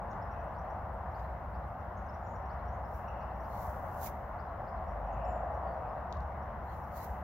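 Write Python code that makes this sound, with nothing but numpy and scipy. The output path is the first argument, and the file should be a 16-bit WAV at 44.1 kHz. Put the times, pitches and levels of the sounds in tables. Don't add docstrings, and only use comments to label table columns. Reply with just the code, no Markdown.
import sys
import numpy as np
from scipy import signal
from scipy.fft import rfft, irfft, next_fast_len
from scipy.io import wavfile
from scipy.ndimage import uniform_filter1d, map_coordinates

SR = 44100
rng = np.random.default_rng(int(sys.argv[2]) if len(sys.argv) > 2 else 0)


def generate_wav(sig):
    pcm = np.round(np.clip(np.atleast_2d(sig).T, -1, 1) * 32767).astype(np.int16)
    wavfile.write(sys.argv[1], SR, pcm)


N = 318843
TIME_S = np.arange(N) / SR
BAND_LIMIT_HZ = 15800

# time_s, level_db
RUSH_LEVELS = [(0, -42.5), (1, -43.5), (1.6, -45.5), (2.1, -45), (2.45, -43), (3.05, -44), (3.75, -42),
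               (4.2, -44), (4.8, -42.5), (5.7, -40.5), (6.2, -43), (6.9, -45.7), (7.23, -44.5)]
# freq_hz, gain_db
RUMBLE_SPECTRUM = [(14, -45.5), (22, -23), (31, -17), (41, -9.5), (52, -2.5), (64, -1.5), (76, 0), (97, -6),
                   (138, -11.5), (210, -13), (250, -21), (420, -24), (550, -47.5), (920, -100)]
RUSH_SPECTRUM = [(200, -29), (300, -20.5), (420, -16), (500, -7.5), (600, -1.5), (740, 2.5), (900, -2.5),
                 (1100, -6), (1400, -23.5), (2000, -32.5), (3000, -74.5)]
GUST_SPECTRUM = [(300, -40), (440, -19), (550, -3), (690, 3.5), (800, -0.5), (950, -17), (1400, -23.5),
                 (2500, -68)]
UPPER_RUSH_SPECTRUM = [(500, -40), (900, -2), (1200, 3.5), (1500, -0.5), (2000, -8.5), (2400, -22),
                       (2750, -22.5), (3200, -30), (4500, -40.5), (8000, -67.5)]
HISS_SPECTRUM = [(1500, -22), (3000, -10), (4000, -7.5), (5600, -4.5), (7000, -11.5), (8600, -17),
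                 (10000, -12), (12500, -4), (15500, -5)]
# freq_hz, left_minus_right_db
PORT_BALANCE = [(60, .5), (200, .5), (380, 5), (550, 6), (750, -1), (1020, 4.5), (1500, 0), (2200, 7),
                (4400, 5), (8000, 2.5), (15000, 0)]

# time_s, firing_hz, level_db
ENGINE_TRACK = [(0, 57.5, -57), (.5, 56.3, -52), (.75, 58.7, -55), (.95, 61.07, -45), (1.5, 61.1, -46.5),
                (1.9, 59.47, -59), (2.6, 59.9, -45.5), (3.55, 61.04, -49.5), (4, 60.1, -55),
                (4.68, 52.8, -56), (4.85, 51.1, -47), (5.1, 51.6, -39), (5.35, 57.26, -44.5),
                (5.58, 63.17, -43), (5.97, 68.64, -56), (6.2, 69.7, -42.5), (6.8, 72.9, -53.5),
                (7.1, 66, -46)]

# peak_s, rise_20db_s, fall_20db_s, level_db
BRUSH_STROKES = [(1.23, .2, .12, -76.5), (2.96, .12, .16, -67.5), (3.63, 0.22, 0.24, -58.5),
                 (4.0, .55, 0.36, -65.5), (4.042, 0.06, 0.05, -46.5), (4.068, 0.05, 0.04, -45),
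                 (6.73, 0.17, 0.7, -71), (6.972, 0.06, 0.2, -57), (7.046, 0.06, 0.03, -53.5),
                 (7.1, 0.33, 0.2, -69.5)]
# centre_s, length_s, level_db
RUBS = [(1.195, .08, -74), (3.6, 0.23, -67), (4.073, 0.044, -58), (6.74, 0.18, -74), (7.005, 0.17, -63.5)]
# start_s, relative_db
TICK_EVENTS = [(0.132, -59.5), (1.196, -58), (6.126, -44), (6.170, -60), (6.2058, -56.5)]
# freq_hz, gain_db
BRUSH_LEFT_SPECTRUM = [(1000, -26), (2500, -12.5), (4500, -14), (6500, -6), (8400, -34), (10500, -14.5),
                       (13000, -15.5), (15500, -11)]
BRUSH_RIGHT_SPECTRUM = [(1000, -17.5), (2500, -19.5), (4500, -10.5), (7000, -7), (8600, -12.5), (10500, -6),
                        (13000, 2.5), (15500, 1)]
RUB_SPECTRUM = [(800, -18), (2000, 9.5), (3000, -5.5), (4200, 2), (5400, -6), (6700, -4), (9000, -16),
                (15000, -29.5)]
TICK_SPECTRUM = [(1500, -10), (3000, -3), (4000, 7), (5000, 2), (6900, -2.5), (8200, -21), (15000, -24)]

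# delay_s, length_s, start_hz, end_hz, gain_db
PIP_NOTES = [(0, .02, 5420, 5900, 0)]
SWEEP_NOTES = [(0, 0.033, 3750, 5540, 1), (.09, .03, 3710, 4420, -4.5)]
SLUR_NOTES = [(0, 0.033, 6000, 6900, 0), (.117, .03, 4800, 5600, 2)]
# time_s, relative_db
PIP_EVENTS = [(.118, -66), (.318, -71), (.592, -68.5), (.708, -71), (2.147, -66.5), (2.27, -68),
              (2.362, -69.5), (2.461, -71), (2.687, -67.5), (2.946, -68), (3.086, -67), (3.21, -70),
              (3.41, -67), (5.547, -73), (6.112, -74)]
SWEEP_EVENTS = [(.56, -75), (1.155, -68), (1.551, -74), (2.507, -71), (3.223, -72), (3.447, -72),
                (4.398, -70.5), (4.684, -71), (5.89, -76)]
SLUR_EVENTS = [(.11, -69.5), (1.979, -70), (2.736, -74), (5.134, -73)]
# centre_s, length_s, pitch_hz, relative_db
HELD_WHISTLES = [(2.298, .14, 6500, -82), (4.886, .09, 7570, -85), (4.679, .17, 5120, -80.5),
                 (5.325, .19, 7110, -75), (5.698, .14, 4570, -76)]
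# centre_s, length_s, pitch_hz, width_hz, relative_db
RASP_CALLS = [(.39, .24, 2570, 400, -69.5), (2.3, 0.19, 6930, 600, -77), (3.168, .4, 2680, 450, -66.5),
              (5.252, 0.46, 2620, 700, -65.5), (5.313, 0.18, 7170, 800, -76), (5.85, .16, 2600, 450, -70)]


def wind():
    rush_db, = curves(RUSH_LEVELS)
    rumble = amp(-44.5 + 0.6 * wobble(rate_hz=12)) * noise(RUMBLE_SPECTRUM, side_db=-20, patch_db=0.1)
    rush = amp(rush_db + 0.22 * wobble(rate_hz=7.6)) * noise(RUSH_SPECTRUM, side_db=-15.5, patch_db=0.32)
    surge = amp(-41) * arch(centre_s=5.43, length_s=1.14)
    gust = surge * noise(GUST_SPECTRUM, side_db=-18, patch_db=-0.2)
    upper_db = -52 + 0.35 * (rush_db - rush_db.mean()) + 0.42 * wobble(rate_hz=6)
    upper_rush = amp(upper_db) * noise(UPPER_RUSH_SPECTRUM, side_db=-6, patch_db=1)
    hiss = amp(-76.5) * noise(HISS_SPECTRUM, side_db=1.5, patch_db=0)
    return rumble + rush + gust + upper_rush + hiss


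def engine():
    firing_hz, level_db = curves(ENGINE_TRACK)
    pitch_hz = firing_hz * (1 + 0.023 * wobble(rate_hz=14))
    return amp(level_db + 1.1 * wobble(rate_hz=8.2)) * unit(sine(pitch_hz))


def brushing():
    strokes = [amp(level_db - 20 * np.maximum((peak_s - TIME_S) / rise_s, (TIME_S - peak_s) / fall_s))
               for peak_s, rise_s, fall_s, level_db in BRUSH_STROKES]
    pressure = np.linalg.norm(strokes, axis=0)
    grains = rng.standard_normal((2, N)) * amp(1.3 * wobble(rate_hz=360))
    spectra = BRUSH_LEFT_SPECTRUM, BRUSH_RIGHT_SPECTRUM
    friction = filtered(grains, lambda hz: amp([db_at(s, hz) for s in spectra]) * (hz < BAND_LIMIT_HZ))
    rub_envelope = sum(amp(level_db) * arch(centre_s, length_s) for centre_s, length_s, level_db in RUBS)
    return pressure * unit(friction) + rub_envelope * noise(RUB_SPECTRUM, side_db=2.5, patch_db=7)


def ticks(t60_s=0.007):
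    envelope = sum(amp(relative_db - 60 * np.abs(TIME_S - start_s) / t60_s) * (TIME_S >= start_s)
                   for start_s, relative_db in TICK_EVENTS)
    bursts = envelope * rng.standard_normal((2, N))
    snaps = bursts + amp(-7.5) * scatter(bursts[0], t60_s=0.28)
    return amp(3.5) * filtered(snaps, lambda hz: amp(db_at(TICK_SPECTRUM, hz)))


def birds():
    song = np.zeros(N + SR)
    for centre_s, length_s, start_hz, end_hz, relative_db in bird_notes():
        progress = np.linspace(0, 1, max(int(length_s * SR), 2))
        flutter = unit(uniform_filter1d(rng.standard_normal(SR // 4), size=40))[:len(progress)]
        glide = (progress + np.sin(np.pi / 2 * progress)) / 2
        pitch_hz = (start_hz + (end_hz - start_hz) * glide) * (1 + 0.025 * flutter)
        note = np.sin(np.pi * progress) * sine(pitch_hz)
        onset = max(round((centre_s - length_s / 2) * SR), 0)
        song[onset:onset + len(note)] += amp(relative_db) * note
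    song = song[:N] * amp(1.4 * wobble(rate_hz=120))
    return amp(-4.5) * (song + scatter(song, t60_s=0.46))


def bird_notes():
    species = [(PIP_NOTES, PIP_EVENTS), (SWEEP_NOTES, SWEEP_EVENTS), (SLUR_NOTES, SLUR_EVENTS)]
    calls = [(time_s + delay_s, length_s, start_hz, end_hz, relative_db + gain_db)
             for notes, events in species
             for time_s, relative_db in events
             for delay_s, length_s, start_hz, end_hz, gain_db in notes]
    whistles = [(centre_s, length_s, hz, hz, db) for centre_s, length_s, hz, db in HELD_WHISTLES]
    far_pips = twitter(pitch_hz=5600, relative_db=-78, until_s=6.9, count=36)
    squeaks = twitter(pitch_hz=8350, relative_db=-84, until_s=1.9, count=10)
    return calls + whistles + far_pips + squeaks


def twitter(pitch_hz, relative_db, until_s, count, length_s=0.024, detune=0.022, spread_db=2.5):
    centres_s = rng.uniform(0, until_s, count)
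    offsets = rng.standard_normal((count, 2)) * [detune, spread_db]
    return [(centre_s, length_s, pitch_hz * (0.96 + shift), pitch_hz * (1.04 + shift), relative_db + db)
            for centre_s, (shift, db) in zip(centres_s, offsets)]


def rasps():
    calls = np.zeros(N)
    for centre_s, length_s, pitch_hz, width_hz, relative_db in RASP_CALLS:
        band = filtered(rng.standard_normal(N), lambda hz: 1 / (1 + (2 * (hz - pitch_hz) / width_hz) ** 4))
        calls += amp(relative_db) * arch(centre_s, length_s) * unit(band)
    calls *= amp(2.1 * wobble(rate_hz=70))
    return amp(-7) * calls + amp(-5.5) * scatter(calls, t60_s=0.28)


def scatter(x, t60_s):
    time_s = np.arange(SR // 2) / SR
    tail = rng.standard_normal((2, len(time_s))) * amp(-60 * time_s / t60_s)
    return signal.fftconvolve(x[None], tail / np.linalg.norm(tail[0]), axes=1)[:, :N]


def noise(spectrum, side_db, patch_db):
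    bins = signal.stft(rng.standard_normal((2, N)), nperseg=512)[2]
    patches = uniform_filter1d(rng.standard_normal(bins.shape[1:]), size=5, axis=0)
    patches = unit(uniform_filter1d(patches, size=20, axis=1))
    pair = signal.istft(bins * amp(patch_db * patches), nperseg=512)[1][:, :N]
    mid, side = filtered(pair, lambda hz: amp(db_at(spectrum, hz)))
    return unit(np.array([mid + amp(side_db) * side, mid - amp(side_db) * side]))


def amp(db):
    return 10 ** (np.asarray(db) / 20)


def unit(x):
    return x / np.sqrt(np.mean(x ** 2) + 1e-20)


def sine(pitch_hz):
    return np.sin(2 * np.pi * np.cumsum(pitch_hz) / SR)


def db_at(spectrum, hz):
    freq_hz, gain_db = np.transpose(spectrum)
    return np.interp(np.log(hz + 1), np.log(freq_hz + 1), gain_db)


def curves(rows):
    time_s, *columns = np.transpose(rows)
    return [np.interp(TIME_S, time_s, column) for column in columns]


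def arch(centre_s, length_s):
    return np.cos(np.pi * np.clip((TIME_S - centre_s) / length_s, -0.5, 0.5))


def wobble(rate_hz):
    return map_coordinates(rng.standard_normal(int(N * rate_hz / SR) + 4), [TIME_S * rate_hz])


def filtered(x, response):
    size = next_fast_len(N + SR // 2)
    return irfft(rfft(x, size) * response(np.fft.rfftfreq(size, 1 / SR)), size)[..., :N]


def scene():
    field = wind() + engine() + birds() + rasps() + ticks()
    ports = filtered(field, lambda hz: amp(np.outer([0.5, -0.5], db_at(PORT_BALANCE, hz))))
    return ports + brushing()


def record(dry):
    return filtered(dry, lambda hz: hz < BAND_LIMIT_HZ)


dry = scene()
out = record(dry)
generate_wav(out)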